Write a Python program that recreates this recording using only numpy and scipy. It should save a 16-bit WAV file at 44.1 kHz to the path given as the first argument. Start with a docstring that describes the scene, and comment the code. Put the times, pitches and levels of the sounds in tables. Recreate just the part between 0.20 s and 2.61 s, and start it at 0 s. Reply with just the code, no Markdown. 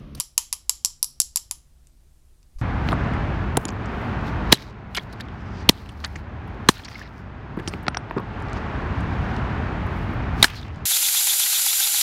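"""Room rumble, hiss and wavering mains hum run throughout, as shaped noise and sine lines.
Over them two paintbrushes are tapped together nine times above paper on a desk, close by.
Each blow sums decaying modes of handle and ferrule; most rebound once or twice; a small room answers.
Some blows carry a half-sine thump of overload. Later come faint ticks (decaying sines),
a low bump (alternating pressure swings) and a brief noise rustle."""
import sys
import numpy as np
from scipy import signal
from scipy.io import wavfile
from scipy.ndimage import uniform_filter1d

SR = 44100
rng = np.random.default_rng(int(sys.argv[2]) if len(sys.argv) > 2 else 0)


def how_loud(loudness_db):
    """Turn decibels into a plain amplitude multiplier (0 dB gives 1, 20 dB gives 10)."""
    steps = np.asarray(loudness_db, float) / 20
    return 10 ** steps


def digitize_waveform(pressure):
    """Quantize a signal to 16-bit integers and store it at the path in sys.argv[1].

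    Rows of a 2-D input are taken as channels; values are limited to [-1, 1].
    """
    field = np.atleast_2d(pressure).T
    bounded = np.clip(field, -1, 1)
    quanta = np.round(bounded * 32767).astype(np.int16)
    wavfile.write(sys.argv[1], SR, quanta)


N = 106457  # length [samples]

# Background spectra before scaling: (frequency [Hz], relative level per hertz [dB])
RUMBLE_SPECTRUM = [(8.8, -31), (15, 8.5), (27, -5), (65, -2.5), (87, -19), (147, -16.5), (204, -30.5),
                   (227, -21), (262, -30), (350, -27), (460, -55.5), (770, -120)]
HISS_SPECTRUM = [(190, -31), (330, -2), (450, -6), (700, -7), (940, -10), (2160, -15), (9500, -13),
                 (15000, -20), (16300, -30)]
# Mains hum and other low lines: (frequency [Hz], level about which it wavers [dB rms])
HUM_LINES = [(59.4, -64), (120, -77), (140, -72), (238, -81.5)]
# Blows; where each lands sets the balance of its mode groups:
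# (time [s], knock level [dB], body level [dB], lower level [dB], middle level [dB], upper level [dB])
BLOWS = [(-.0005, -37.5, -36.5, -24, -18, -12.5), (0.1787, -31, -26, -21.5, -11, -10),
         (0.3274, -38, -32, -29, -20, -15.5), (.4950, -35.5, -30, -20.5, -11.5, -14),
         (0.648, -35.5, -34, -16.5, -13, -16), (.8282, -38.5, -41, -14, -16, -12),
         (1.0013, -49.5, -34.5, -18.5, -11, -8), (1.159, -37, -36.5, -16.5, -16, -14),
         (1.311, -39.5, -35, -41, -20.5, -20.5)]
# Rebounds of the same brushes: columns as for the blows
REBOUNDS = [(.0057, -65.5, -38, -20.5, -24.5, -29), (0.3338, -64, -42, -25, -40.5, -33.5),
            (0.6579, -53.5, -46, -21, -18.5, -25.5), (0.8438, -49, -45.5, -26.5, -22, -23.5),
            (1.0170, -52.5, -47, -21.5, -23, -23), (1.0122, -68.5, -53, -31, -32, -33),
            (1.1713, -62, -39, -29, -19, -25.5), (1.1753, -54, -45, -29, -40, -33),
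            (1.323, -85, -56, -48, -47, -36.5)]
# Modes of handle (knock, body) and ferrule (the rest), before detuning, level spread and the ring limit:
# (frequency [Hz], level relative to group [dB], decay by 60 dB [s])
KNOCK_MODES = [(951, 0.5, 0.02), (1016.4, 2, .02), (1157, 1, 0.023)]
BODY_MODES = [(1860, -22, 0.0012), (2276, -12.5, 0.0066), (2600, 2.5, 0.003), (3190, 11.5, 0.0086),
              (3840, 6, 0.0062), (4677, 8.5, 0.0025)]
LOWER_MODES = [(5615, -4.5, 0.0048), (5750, 9, 0.0044), (6200, -18, .003)]
MIDDLE_MODES = [(6680, 2.89, 0.0061), (7410, 9.4, 0.005), (8000, 2, 0.001)]
UPPER_MODES = [(9800, -11.5, .003), (10380, 8, 0.0075), (11095, 0.5, 0.0043), (11880, 5.5, 0.0017),
               (13130, -11, .003), (14800, -18, 0.00296)]
# Echoes from paper, desk and nearby things: (mean delay [s], level relative to direct sound [dB])
ECHOES = [(.00045, -3), (.0008, -4), (.0011, -6), (.0028, -17), (.0040, -17)]
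# Reverberation of the room: (frequency [Hz], decay by 60 dB [s])
ROOM_DECAY = [(500, .16), (1300, 0.27), (3500, 0.32), (7000, 0.26), (11000, 0.21), (15000, .2)]
# Short low thumps of overload at some blows: (time [s], peak level [dB])
THUMPS = [(.0001, -41), (.1793, -24.5), (.4955, -58), (.6495, -37), (1.0021, -23.5)]
# Faint ticks: (time [s], starting level before radiation [dB], frequency [Hz])
TICKS = [(1.6708, -36.5, 8000), (2.2297, -43, 5800), (2.386, -42, 5000)]
# Swings of the low bump, alternately up and down: (time [s], peak level [dB], Gaussian width [s])
BUMP_SWINGS = [(2.357, -54, 0.0017), (2.368, -27, 0.0042), (2.388, -31.5, 0.003), (2.398, -55.5, .004),
               (2.416, -32.5, 0.0041)]
# Rustle spectrum before scaling: (frequency [Hz], relative level per hertz [dB])
RUSTLE_SPECTRUM = [(240, -22), (400, -4), (1110, -0.5), (1440, -3), (3120, -13), (4650, -5), (13100, -16),
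                   (16000, -41)]

LEAD_S = .01  # margin before time zero, for sounds that start early
PATCH_DB = .7  # rms drift of the patches in hiss and rustle
HANDLE_THIN_HZ, FERRULE_THIN_HZ, DULL_ABOVE_HZ = 810, 4110, 13640


def evened(x):
    """Normalization: divides by the root mean square, giving rms 1."""
    return x / np.sqrt(np.mean(x ** 2) + 1e-20)


def read(points, hz):
    """Linear interpolation on a logarithmic frequency axis."""
    f, value = np.transpose(points)
    return np.interp(np.log(hz + 1), np.log(f + 1), value)


def add(mix, s, sound):
    """Superposition: adds a sound at time s to a mix that begins LEAD_S before zero."""
    part = mix[round((s + LEAD_S) * SR):][:len(sound)]
    part += sound[:len(part)]


def coloured(points, size, patch_db):
    """Spectral shaping: random Fourier frames weighted by a spectrum with drifting patches."""
    frames = size // 512 + 5
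    hz = np.fft.rfftfreq(2048, 1 / SR)
    real, imaginary, patches = rng.standard_normal((frames, 1025, 3)).T
    patches = uniform_filter1d(patches, size=20, axis=0)  # smooth across frequency
    patches = evened(uniform_filter1d(patches, size=6, axis=1))  # and across time
    level_db = read(points, hz)[:, None] + patch_db * patches
    spectrum = (real + 1j * imaginary) * how_loud(level_db)
    noise = signal.istft(spectrum, nperseg=2048, noverlap=1536)[1]
    return evened(noise[1024:][:size])


def background():
    """Stationary random noise: rumble and hiss are sums of shaped noise."""
    rumble = how_loud(-54.5) * coloured(RUMBLE_SPECTRUM, size=N, patch_db=0.0)
    hiss = how_loud(-69) * coloured(HISS_SPECTRUM, size=N, patch_db=PATCH_DB)
    return rumble + hiss


def hum():
    """Amplitude modulation: steady sine lines waver in level with a sum of slow sines."""
    waver_db = 3.0  # rms
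    t = np.arange(N) / SR
    out = np.zeros(N)
    for hz, db in HUM_LINES:
        slow = [np.sin(2 * np.pi * (f * t + rng.random())) for f in np.geomspace(.5, 8, num=8)]
        level_db = db + waver_db * evened(sum(slow))
        out += np.sqrt(2) * how_loud(level_db) * np.sin(2 * np.pi * (hz * t + rng.random()))
    return out


def radiate(x, low_hz):
    """Radiation efficiency: a small object sends out little bass; the very top is dull."""
    band = signal.butter(4, [low_hz, DULL_ABOVE_HZ], "bandpass", fs=SR, output="sos")
    return signal.sosfilt(band, x)


def room(x):
    """Reverberation: sparse random taps form a quick desk scatter and a tail that dies band by band."""
    room_db, near_db = -11, -6.5  # energy of each response
    near_t60_s, start_s = 0.06, 0.0005
    size = SR // 2
    taps = rng.choice([-1., 1.], (2, size)) * (rng.random((2, size)) < .15)
    hz, t, z = signal.stft(taps[0], SR, nperseg=128)
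    decay = how_loud(-60 * t / read(ROOM_DECAY, hz)[:, None])
    tail = signal.istft(z * decay, SR, nperseg=128)[1][:size]
    t = np.arange(size) / SR
    onset = np.clip(t / start_s - 1, 0, 1)  # silent until start_s, full at twice that
    tail = tail * onset
    near = taps[1] * how_loud(-60 * t / near_t60_s) * onset
    response = how_loud(room_db) * tail / np.linalg.norm(tail)
    response = response + how_loud(near_db) * near / np.linalg.norm(near)
    return signal.fftconvolve(x, response)


def surroundings(ring):
    """Reflection: delayed copies from nearby surfaces and the room's response join the direct sound."""
    jitter_s = .00003
    t = np.arange(0, .01, 1 / SR)
    delay, echo_db = np.transpose(ECHOES)
    delay = delay + jitter_s * rng.standard_normal(len(delay))
    # sinc pulses place the echoes between samples
    echoes = how_loud(echo_db)[:, None] * np.sinc(SR * (t - delay[:, None]))
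    paths = (t == 0) + echoes.sum(0)
    wet = room(ring)
    add(wet, -LEAD_S, signal.fftconvolve(ring, paths))  # at the first sample
    return wet


def tap(*group_db):
    """Modal superposition: an impact starts the damped modes of handle and ferrule together."""
    detune, spread_db = .015, 1.5  # standard deviations: fraction of frequency, level
    longest_ring_s = .0045  # limits the decay time of all modes but the knock
    rise_s, start_turn = 0.000079, 0.31  # rise time constant; starting phase [turns]
    t = np.arange(0, .04, 1 / SR)
    groups = [KNOCK_MODES, BODY_MODES, LOWER_MODES, MIDDLE_MODES, UPPER_MODES]
    modes = []
    for group, level_db in zip(groups, group_db):
        for hz, db, t60 in group:
            ring_s = t60 if group is KNOCK_MODES else min(t60, longest_ring_s)
            modes.append((hz, db + level_db, ring_s))
    hz, db, t60 = np.transpose(modes)[:, :, None]
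    chance = rng.standard_normal((2, len(hz), 1))
    envelope = how_loud(db + spread_db * chance[0] - 60 * t / t60)
    hz = hz * (1 + detune * chance[1])
    rings = envelope * np.sin(2 * np.pi * (hz * t + start_turn))
    rings = rings * (1 - np.exp(-t / rise_s))
    split = len(KNOCK_MODES) + len(BODY_MODES)
    handle = radiate(rings[:split].sum(0), HANDLE_THIN_HZ)
    ferrule = radiate(rings[split:].sum(0), FERRULE_THIN_HZ)
    return surroundings(handle + ferrule)


def thump(db):
    """Overload: a single half-sine thump, as when a loud peak overloads the recorder."""
    thump_s = .0004
    return how_loud(db) * np.sin(np.pi * np.arange(0, thump_s, 1 / SR) / thump_s)


def tick(db, hz):
    """Damped oscillation: a click of a few cycles, with the same reflections as the blows."""
    t60_s = .001
    t = np.arange(0, .005, 1 / SR)
    click = how_loud(db - 60 * t / t60_s) * np.sin(2 * np.pi * hz * t)
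    return surroundings(radiate(click, HANDLE_THIN_HZ))


def bump():
    """Alternating displacement: Gaussian pressure swings of opposite sign follow one another."""
    t = np.arange(N) / SR
    out = np.zeros(N)
    for k, (s, db, width_s) in enumerate(BUMP_SWINGS):
        out += (-1) ** k * how_loud(db) * np.exp(-.5 * ((t - s) / width_s) ** 2)
    return out


def rustle():
    """Transient noise: a shaped noise burst rises quickly and decays exponentially."""
    level_db, rise_s, fade_db_per_s = -54.5, .001, -100
    t = np.arange(0, .05, 1 / SR)
    envelope = np.minimum(t / rise_s, 1) * how_loud(level_db + fade_db_per_s * t)
    return envelope * coloured(RUSTLE_SPECTRUM, size=len(t), patch_db=PATCH_DB)


def scene():
    """Linear superposition: blows and small events add to the continuous background."""
    events = np.zeros(N + round(LEAD_S * SR))
    for s, *group_db in BLOWS + REBOUNDS:
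        add(events, s, tap(*group_db))
    for s, db in THUMPS:
        add(events, s, thump(db))
    for s, db, hz in TICKS:
        add(events, s, tick(db, hz))
    add(events, 2.3855, rustle())
    return (events[-N:] + background() + hum() + bump())[None]


def roll_off(x):
    """The treble ends steeply here."""
    return signal.sosfilt(signal.butter(12, 16540, fs=SR, output="sos"), x)


def record(dry):
    """Amplitude limiting: any peak beyond full scale is clipped."""
    mix = np.clip(dry, -1.0, 1.0)
    return roll_off(mix)


dry = scene()
out = record(dry)
digitize_waveform(out)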